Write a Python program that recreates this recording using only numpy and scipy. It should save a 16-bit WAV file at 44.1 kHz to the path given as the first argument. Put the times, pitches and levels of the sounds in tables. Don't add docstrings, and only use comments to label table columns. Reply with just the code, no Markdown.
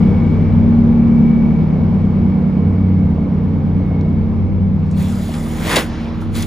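import sys
import numpy as np
from scipy import signal
from scipy.fft import rfft, irfft, next_fast_len
from scipy.io import wavfile
from scipy.ndimage import uniform_filter1d, map_coordinates

SR = 44100
rng = np.random.default_rng(int(sys.argv[2]) if len(sys.argv) > 2 else 0)


def wav_out(sig):
    wavfile.write(sys.argv[1], SR, np.round(np.clip(np.atleast_2d(sig).T, -1, 1) * 32767).astype(np.int16))


def level_to_linear(level):
    exponent = np.asarray(level, float) / 20
    return 10 ** exponent


N = 284886


def unit(x):
    return x / np.sqrt(np.mean(x ** 2) + 1e-20)


def along(points, hz):
    f, v = np.transpose(points)
    return np.interp(np.log(hz + 1), np.log(f + 1), v)


def over_time(points):
    s, value = np.transpose(points)
    return np.interp(np.arange(N) / SR, s, value)


def wobble(rate):
    knots = rng.standard_normal(int(N * rate / SR) + 4)
    return map_coordinates(knots, [np.arange(N) * rate / SR])


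def filtered(x, response):
    m = next_fast_len(N + SR // 2)
    return irfft(rfft(x, m) * response(np.fft.rfftfreq(m, 1 / SR)), m)[..., :N]


def resonance(f, centre, width):
    return 1j * f * width / (centre ** 2 - f * f + 1j * f * width)


def rush(spectrum, alike, patchy_db, gate=1):
    z = signal.stft(rng.standard_normal((2, N)), nperseg=512)[2]
    field = rng.standard_normal(z.shape[1:])
    field = uniform_filter1d(uniform_filter1d(field, size=6, axis=0), size=14, axis=1)
    pair = signal.istft(z * level_to_linear(patchy_db * unit(field)), nperseg=512)[1][:, :N] * gate

    def colour(hz):
        angle = np.arccos(np.clip(along(alike, hz), -1, 1)) / 2
        return level_to_linear(along(spectrum, hz)) * [np.cos(angle), np.sin(angle)]

    mid, side = filtered(pair, colour)
    return unit(np.array([mid + side, mid - side]))


def tone(turns, db, sway_db, spread):
    apart = spread * wobble(1.6) * np.array([[1], [-1]])
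    level = np.sqrt(2) * level_to_linear(db + sway_db * wobble(4.033))
    return level * np.sin(2 * np.pi * (turns + rng.random()) + apart)


# t/s, loudness of the body level/dB
BODY_LOUDNESS = [(0, 1.4), (.95, -0.2), (1.94, -1), (3.07, -3), (3.74, -3), (4.3, -3.5), (4.98, -7),
                 (5.67, -4.5), (5.97, -8), (6.46, -7.5)]


def microphone():
    t = np.arange(N) / SR
    wall_fade_s, leave_s, leave_span_s = 0.24, 4.89, 0.4
    outdoors = np.clip(0.5 + (t - leave_s) / leave_span_s, 0, 1)
    return over_time(BODY_LOUDNESS), np.exp(-t / wall_fade_s), outdoors


# t/s, firing rate f/Hz
IDLE_SPEED = [(0, 39.25), (.17, 39.5), (1.02, 40.14), (1.53, 39.42), (2.1, 39.42), (2.72, 38.8),
              (3.3, 38.3), (3.91, 38.14), (4.42, 38.76), (4.8, 39.23), (5.4, 39.81), (6.46, 39.9)]


def firing_count():
    return np.cumsum(over_time(IDLE_SPEED)) / SR


def firing_gate(firings):
    return 1 + 0.037 * np.cos(2 * np.pi * firings)


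def pump_turns(firings):
    return firings * 9.625 / 39.9


# f/Hz, level/dB per Hz
ECHO_COLOUR = [(500, -26.5), (1000, -1), (3000, -8.5), (6000, -12), (8000, -20), (15500, -46)]
# f/Hz, t/s
ECHO_T60 = [(1000, 2.8), (3000, 2.4), (7000, .7)]
# f/Hz, likeness (0-1)
AIR_ALIKE = [(300, .93), (640, .8), (1400, .72), (3100, .86), (6000, .9), (8500, .93), (11500, .998),
             (15000, .99)]


def echo():
    start_s, level_db, rise_s = 5.84, -36, 0.06
    hz, t, z = signal.stft(rush(ECHO_COLOUR, AIR_ALIKE, patchy_db=1.4), SR, nperseg=512)
    after = np.maximum(t - start_s, 0)
    rise = 1 - np.exp(-(after / rise_s) ** 2)
    fall = level_to_linear(level_db - 60 * after / along(ECHO_T60, hz)[:, None])
    return signal.istft(z * rise * fall, SR, nperseg=512)[1][:, :N]


# t/s, peak level/dB, f/Hz
KNOCKS = [(1.925, -23, 580), (3.182, -22, 630), (3.803, -26, 626), (3.912, -23, 623.4), (4.061, -24.5, 610),
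          (5.291, -22, 650), (6.262, -21, 334)]


def knocks():
    out, t = np.zeros(N + SR), np.arange(SR // 5) / SR
    for s, db, hz in KNOCKS:
        thud = np.sin(2 * np.pi * hz * t) * level_to_linear(-60 * t / 0.02) * (1 - np.exp(-t / 0.00051))
        out[round(s * SR):][:len(t)] += level_to_linear(db + 6) * thud
    return out[:N]


# t/s, peak level/dB, centre f/Hz, 60 dB decay t/s
CLICKS = [(4.011, -39.5, 4578, 0.015), (4.912, -40, 6990, 0.088), (4.97, -39.5, 3070, 0.049),
          (5.339, -31.5, 4420, 0.11), (5.34, -28.5, 1780, .08), (5.746, -14, 2100, 0.08),
          (5.7596, -8.5, 8800, .03), (5.761, -8.5, 3430, 0.09), (5.762, -16, 1808, 0.11),
          (5.767, -11.5, 7010, .02), (5.77, -13.5, 455, 0.17), (6.216, -45.5, 7470, 0.039),
          (6.218, -27.5, 1100, 0.15), (6.352, -27.5, 3510, .16), (6.425, -20, 7190, 0.027),
          (6.428, -27.5, 3520, .08)]


def clicks():
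    out, t = np.zeros(N + SR), np.arange(SR // 5) / SR
    f = np.fft.rfftfreq(len(t), 1 / SR)
    for s, db, hz, t60 in CLICKS:
        skirt = 0.12 * np.exp(-np.log((f + 1) / hz) ** 2 / 0.55)
        peak = np.exp(-((f - hz) / (0.42 * hz)) ** 2)
        crack = unit(irfft(rfft(rng.standard_normal(len(t))) * (skirt + peak), len(t)))
        ring, snap = level_to_linear(db - 6 - 60 * t / t60), level_to_linear(db - 8 - 60 * t / 0.005)
        out[round(s * SR):][:len(t)] += (ring + snap) * crack
    return out[:N]


# f/Hz, width f/Hz, level/dB
HATCH = [(1033, 19, 2), (2100, 250, 0.5), (3410, 300, 5), (3780, 60, -3.5), (4130, 69, -2),
         (6650, 140, -5.5), (6760, 90, 4.5), (7340, 100, -10)]


def through_hatch(noise):
    def plate(f):
        return 1 + sum(level_to_linear(db) * resonance(f, hz, width) for hz, width, db in HATCH)
    return unit(filtered(noise, plate))


# full flow from t/s, to t/s, opening slope/dB per s, hiss level/dB, jet level/dB
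PUFFS = [(4.978, 5.836, 650, -49, -47.5), (5.003, 5.035, 298, -51, -38.5), (5.352, 5.344, 401, -49, -38.5),
         (5.708, 5.794, 164.5, -34.5, -19), (5.768, 5.755, 1503, -26.5, -11.5),
         (5.606, 5.703, 60.5, -52, -41), (6.214, 6.221, 700, -58.5, -48), (6.356, 6.425, 748, -39, -33)]
# f/Hz, level/dB per Hz
HISS_COLOUR = [(1800, -37), (3000, -10), (4500, -6), (6000, -7), (6830, -8), (8000, -2.5), (9700, -3),
               (11000, -10), (13000, -9), (14900, -8), (15700, -16.5)]
# f/Hz, level/dB per Hz
JET_COLOUR = [(150, -36), (300, 2.5), (500, 1.5), (900, -1.5), (1500, -2.5), (2100, -6), (2700, -6),
              (3500, -13), (5000, -14.5), (8000, -24), (11000, -25), (15500, -41)]


def air():
    t = np.arange(N) / SR
    closing_db_per_s = 327
    flows = []
    for start, end, opening_db_per_s, *_ in PUFFS:
        opening_db = -opening_db_per_s * np.maximum(start - t, 0)
        closing_db = -closing_db_per_s * np.maximum(t - end, 0)
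        flows.append(level_to_linear(opening_db + closing_db) ** 2)
    levels = np.transpose(PUFFS)[3:]
    hiss_gain, jet_gain = np.sqrt(level_to_linear(levels) ** 2 @ flows)
    hiss = rush(HISS_COLOUR, AIR_ALIKE, patchy_db=2.1, gate=level_to_linear(1.7 * wobble(550)))
    jet = rush(JET_COLOUR, AIR_ALIKE, patchy_db=0.8, gate=level_to_linear(2 * wobble(600)))
    return hiss_gain * level_to_linear(6.5) * through_hatch(hiss) + jet_gain * level_to_linear(1.13) * through_hatch(jet)


# f/Hz, level/dB per Hz
OUTSIDE_COLOUR = [(300, -30.5), (600, -2), (1070, -5.5), (5000, -23), (7800, -36.5), (9400, -37),
                  (15500, -43)]


def engine_outside():
    outdoors = microphone()[2]
    fade_start_s, fade_db_per_s = 6.06, -22
    fade_db = fade_db_per_s * np.maximum(np.arange(N) / SR - fade_start_s, 0)
    return outdoors * level_to_linear(-39 + fade_db) * rush(OUTSIDE_COLOUR, AIR_ALIKE, patchy_db=3.5)


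def clatter_level():
    depth_db, wall, outdoors = microphone()
    return -43.5 + depth_db + outdoors + 2.5 * wall


# f as a multiple of firing rate, level/dB over clatter
WHINE = [(53.2, -10), (54.2, -16.5), (55.2, -18), (56.2, -13), (57.2, -7), (58.1, -10), (59.1, -22),
         (60.1, -18.5)]


def gear_whine(firings):
    outdoors = microphone()[2]
    level_db = clatter_level() - 3 - 6 * outdoors
    whine = 0
    for multiple, db in WHINE:
        turns = multiple * firings + 0.07 * wobble(8.2) + 0.079 * wobble(45)
        whine = whine + tone(turns, level_db + db, sway_db=4.5, spread=0.45)
    return filtered(whine, lambda f: resonance(f, centre=2235, width=230) ** 2)


# f/Hz, likeness (0-1)
ENGINE_ALIKE = [(40, 1), (70, 0.97), (130, 0.89), (290, 0.99), (640, 0.67), (1400, 0.39), (3100, 1),
                (6000, 0.24), (8000, 0.75), (15000, 0.84)]
# f/Hz, level/dB per Hz
CLATTER_COLOUR = [(700, -32), (1100, 0), (1400, -5), (2000, -8), (2230, -4.5), (2480, -11.5), (5200, -23),
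                  (7300, -34.5), (9800, -38.5), (10800, -54), (11600, -74.5), (15000, -75.5)]


def clatter(firings):
    noise = rush(CLATTER_COLOUR, ENGINE_ALIKE, patchy_db=0.5, gate=firing_gate(firings))
    return level_to_linear(clatter_level()) * noise


# f/Hz, level/dB per Hz
ROAR_COLOUR = [(15, -42.5), (25, -7), (71, -16.5), (119, -12.5), (165, -6.5), (198, -12.5), (218, -8.5),
               (344, -17.5), (470, -19.5), (703, -29), (785, -26), (996, -31), (1070, -33.5), (1440, -42.5),
               (2000, -56.5), (2600, -78.5), (4400, -120)]


def roar(firings):
    depth_db = microphone()[0]
    noise = rush(ROAR_COLOUR, ENGINE_ALIKE, patchy_db=0.5, gate=firing_gate(firings))
    return level_to_linear(-20 + depth_db + 0.17 * wobble(7.7)) * noise


# f as a multiple of the engine cycle, and level/dB of each
CYCLE_ORDERS = [7, 9, 10, 11, 13, 18, 22, 23, 25, 26, 30, 33, 36, 42, 45, 60, 72, 76]
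CYCLE_DB = [-35.5, -35, -32, -43, -36, -31, -39, -46, -42, -32.5, -49.5, -39.5, -37, -46.5, -46, -48.5,
            -45.5, -43]
# f as a multiple of the pump shaft, and level/dB of each
SHAFT_ORDERS = [8, 9.5, 11, 19, 21, 22, 23, 26, 31, 40, 48, 50]
SHAFT_DB = [-42, -35.5, -49, -31, -25, -32, -32.5, -33.5, -48, -46.5, -49.5, -46]


def weak_hum(firings):
    _, wall, outdoors = microphone()
    cycles, shaft = firings / 6, pump_turns(firings)
    weak = [(order * cycles, db) for order, db in zip(CYCLE_ORDERS, CYCLE_DB)]
    weak += [(order * shaft, db) for order, db in zip(SHAFT_ORDERS, SHAFT_DB)]
    level_db = -2.5 - 9.5 * outdoors + 4.5 * wall
    return sum(tone(turns, db + level_db, sway_db=4.0, spread=0.31) for turns, db in weak)


# level/dB, growth with body loudness (dB per dB), change in the open level/dB
STRONG = [
    (-28, 1.4, 5),
    (-25.5, .9, 1),
    (-19.5, 0.81, -2.5),
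    (-38.5, 0.16, 5.5),
    (-18.5, .4, 0),
    (-19.5, 0.28, -17),
    (-21, 0.48, -1),
    (-33.5, 1.7, -11.5),
]
PHASE_SWAY = [.02, .3, .12, .25, .3, .12, .12, .2]
# t/s, half-width t/s, level/dB
FIRING_SPOTS = [
    [(1.72, .08, -5), (2.72, 0.27, -10.5), (4.3, 0.096, -4)],
    [(1.5, 0.076, 3.5), (2.04, 0.058, -11.5), (2.85, .1, -11), (3.1, .1, 7), (3.75, 0.27, -6.5),
     (4.93, .1, 5.5), (5.5, 0.068, 1.5), (6.29, 0.044, -5)],
    [(1.45, 0.39, 2.5), (2.82, 0.068, -5.5), (3.23, 0.033, -5.5), (4.42, 0.09, -12), (4.9, 0.11, 6.5),
     (5.3, .1, 0), (6, 0.14, -4.5)],
    [(.3, .08, 0.5), (4.93, 0.23, -13), (5.5, 0.13, -2)],
]
# t/s, half-width t/s, level/dB
PUMP_SPOTS = [
    [(.55, 0.084, 3.5), (1.02, 0.061, -7), (1.48, .17, -18), (2.48, 0.073, -13), (2.82, 0.11, 4.5),
     (3.25, 0.072, -6), (4.55, 0.098, 3.5), (5.7, 0.3, -12)],
    [(.02, 0.06, 5), (.36, 0.1, -10.5), (2.4, 0.13, 4), (2.97, 0.099, 4.5), (3.17, .05, -3.5),
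     (3.57, .06, -9), (3.75, 0.058, 2), (4.25, 0.25, -3.5), (4.7, 0.067, 4.5), (5.1, .12, 17.5)],
    [(1.04, 0.31, 9.5), (2.05, 0.063, -2.5), (2.25, 0.065, 3), (2.75, 0.046, -3), (3.35, 0.092, -2.5),
     (3.87, 0.11, -9), (4.7, 0.14, -14.5), (5.75, 0.13, -4)],
    [(1.87, 0.17, -15), (3.35, 0.6, 10.5), (3.4, 0.049, -8), (4.9, 0.23, -12)],
]


def strong_hum(firings):
    t, shaft = np.arange(N) / SR, pump_turns(firings)
    depth_db, _, outdoors = microphone()
    sources = [k * firings for k in (1, 2, 4, 8)] + [k * shaft for k in (10, 20, 24, 30)]
    hum = 0
    for turns, strength, spread, spots in zip(sources, STRONG, PHASE_SWAY, FIRING_SPOTS + PUMP_SPOTS):
        db, grows, open_db = strength
        level_db = db + grows * depth_db + open_db * outdoors
        for s, width, swell_db in spots:
            level_db = level_db + swell_db * np.exp(-np.abs((t - s) / (1.71 * width)) ** 4.6)
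        hum = hum + tone(turns, level_db, sway_db=0.2, spread=spread)
    return hum


# t/s, left minus right level/dB
HAND_TURN = [(0.0, 1.5), (1.53, 0.5), (2.05, 1), (2.57, -1.5), (2.82, 0), (3.29, -0.5), (4.68, 0.5),
             (5.56, -0.5), (6.46, -1)]


def scene():
    firings = firing_count()
    engine = strong_hum(firings) + weak_hum(firings)
    engine = engine + roar(firings) + clatter(firings) + gear_whine(firings) + engine_outside()
    lean = level_to_linear(over_time(HAND_TURN) * np.array([[0.5], [-0.5]]))
    return engine * lean + air() + clicks() + knocks() + echo()


# f/Hz, level/dB
WHISTLE = [(11770, -81), (12230, -80)]


def whistle():
    t = np.arange(N) / SR
    depth_db, _, outdoors = microphone()
    total = 0
    for hz, db in WHISTLE:
        level = level_to_linear(db + 0.8 * depth_db + 3.8 * wobble(110))
        total = total + level * np.sin(2 * np.pi * (hz * t + 0.15 * wobble(90)))
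    return (1 - outdoors) * total


# f/Hz, left minus right level/dB
PORT_LEAN = [(60, 1), (110, 0), (200, -0.5), (380, -1.5), (700, -1.5), (1290, -1.5), (2380, 2), (4400, 2),
             (8120, 0.5), (15000, -0.5)]
# f/Hz, phase/radians
PORT_LEAD = [(0, 0), (1890, -.3), (2930, .9), (5000, .6), (6800, -.2), (8650, -3.14), (9800, -6.1),
             (10600, -6.6), (11700, -9.1), (12400, -9.7), (13400, -12.1), (14400, -12.8), (15500, -15)]


def ports(hz):
    half = np.array([[0.5], [-0.5]])
    lead_hz, lead = np.transpose(PORT_LEAD)
    dip_db = -16 * np.exp(-((hz - 12020) / 420) ** 4)
    return level_to_linear(along(PORT_LEAN, hz) * half + dip_db) * np.exp(1j * half * np.interp(hz, lead_hz, lead))


def roll_off(x):
    return signal.sosfilt(signal.butter(12, 15800, fs=SR, output="sos"), x)


def record(dry):
    dry = dry * np.minimum(np.arange(N) / (0.004 * SR), 1)
    low_cut_hz, top_hz = 31.5, 15750
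    x = filtered(dry, lambda hz: ports(hz) / (1 + (low_cut_hz / (hz + 1)) ** 9) * (hz < top_hz))
    x = x + whistle()
    x = x / (1 + np.abs(x / 1.025) ** 8) ** (1 / 8)
    return roll_off(x)


dry = scene()
out = record(dry)
wav_out(out)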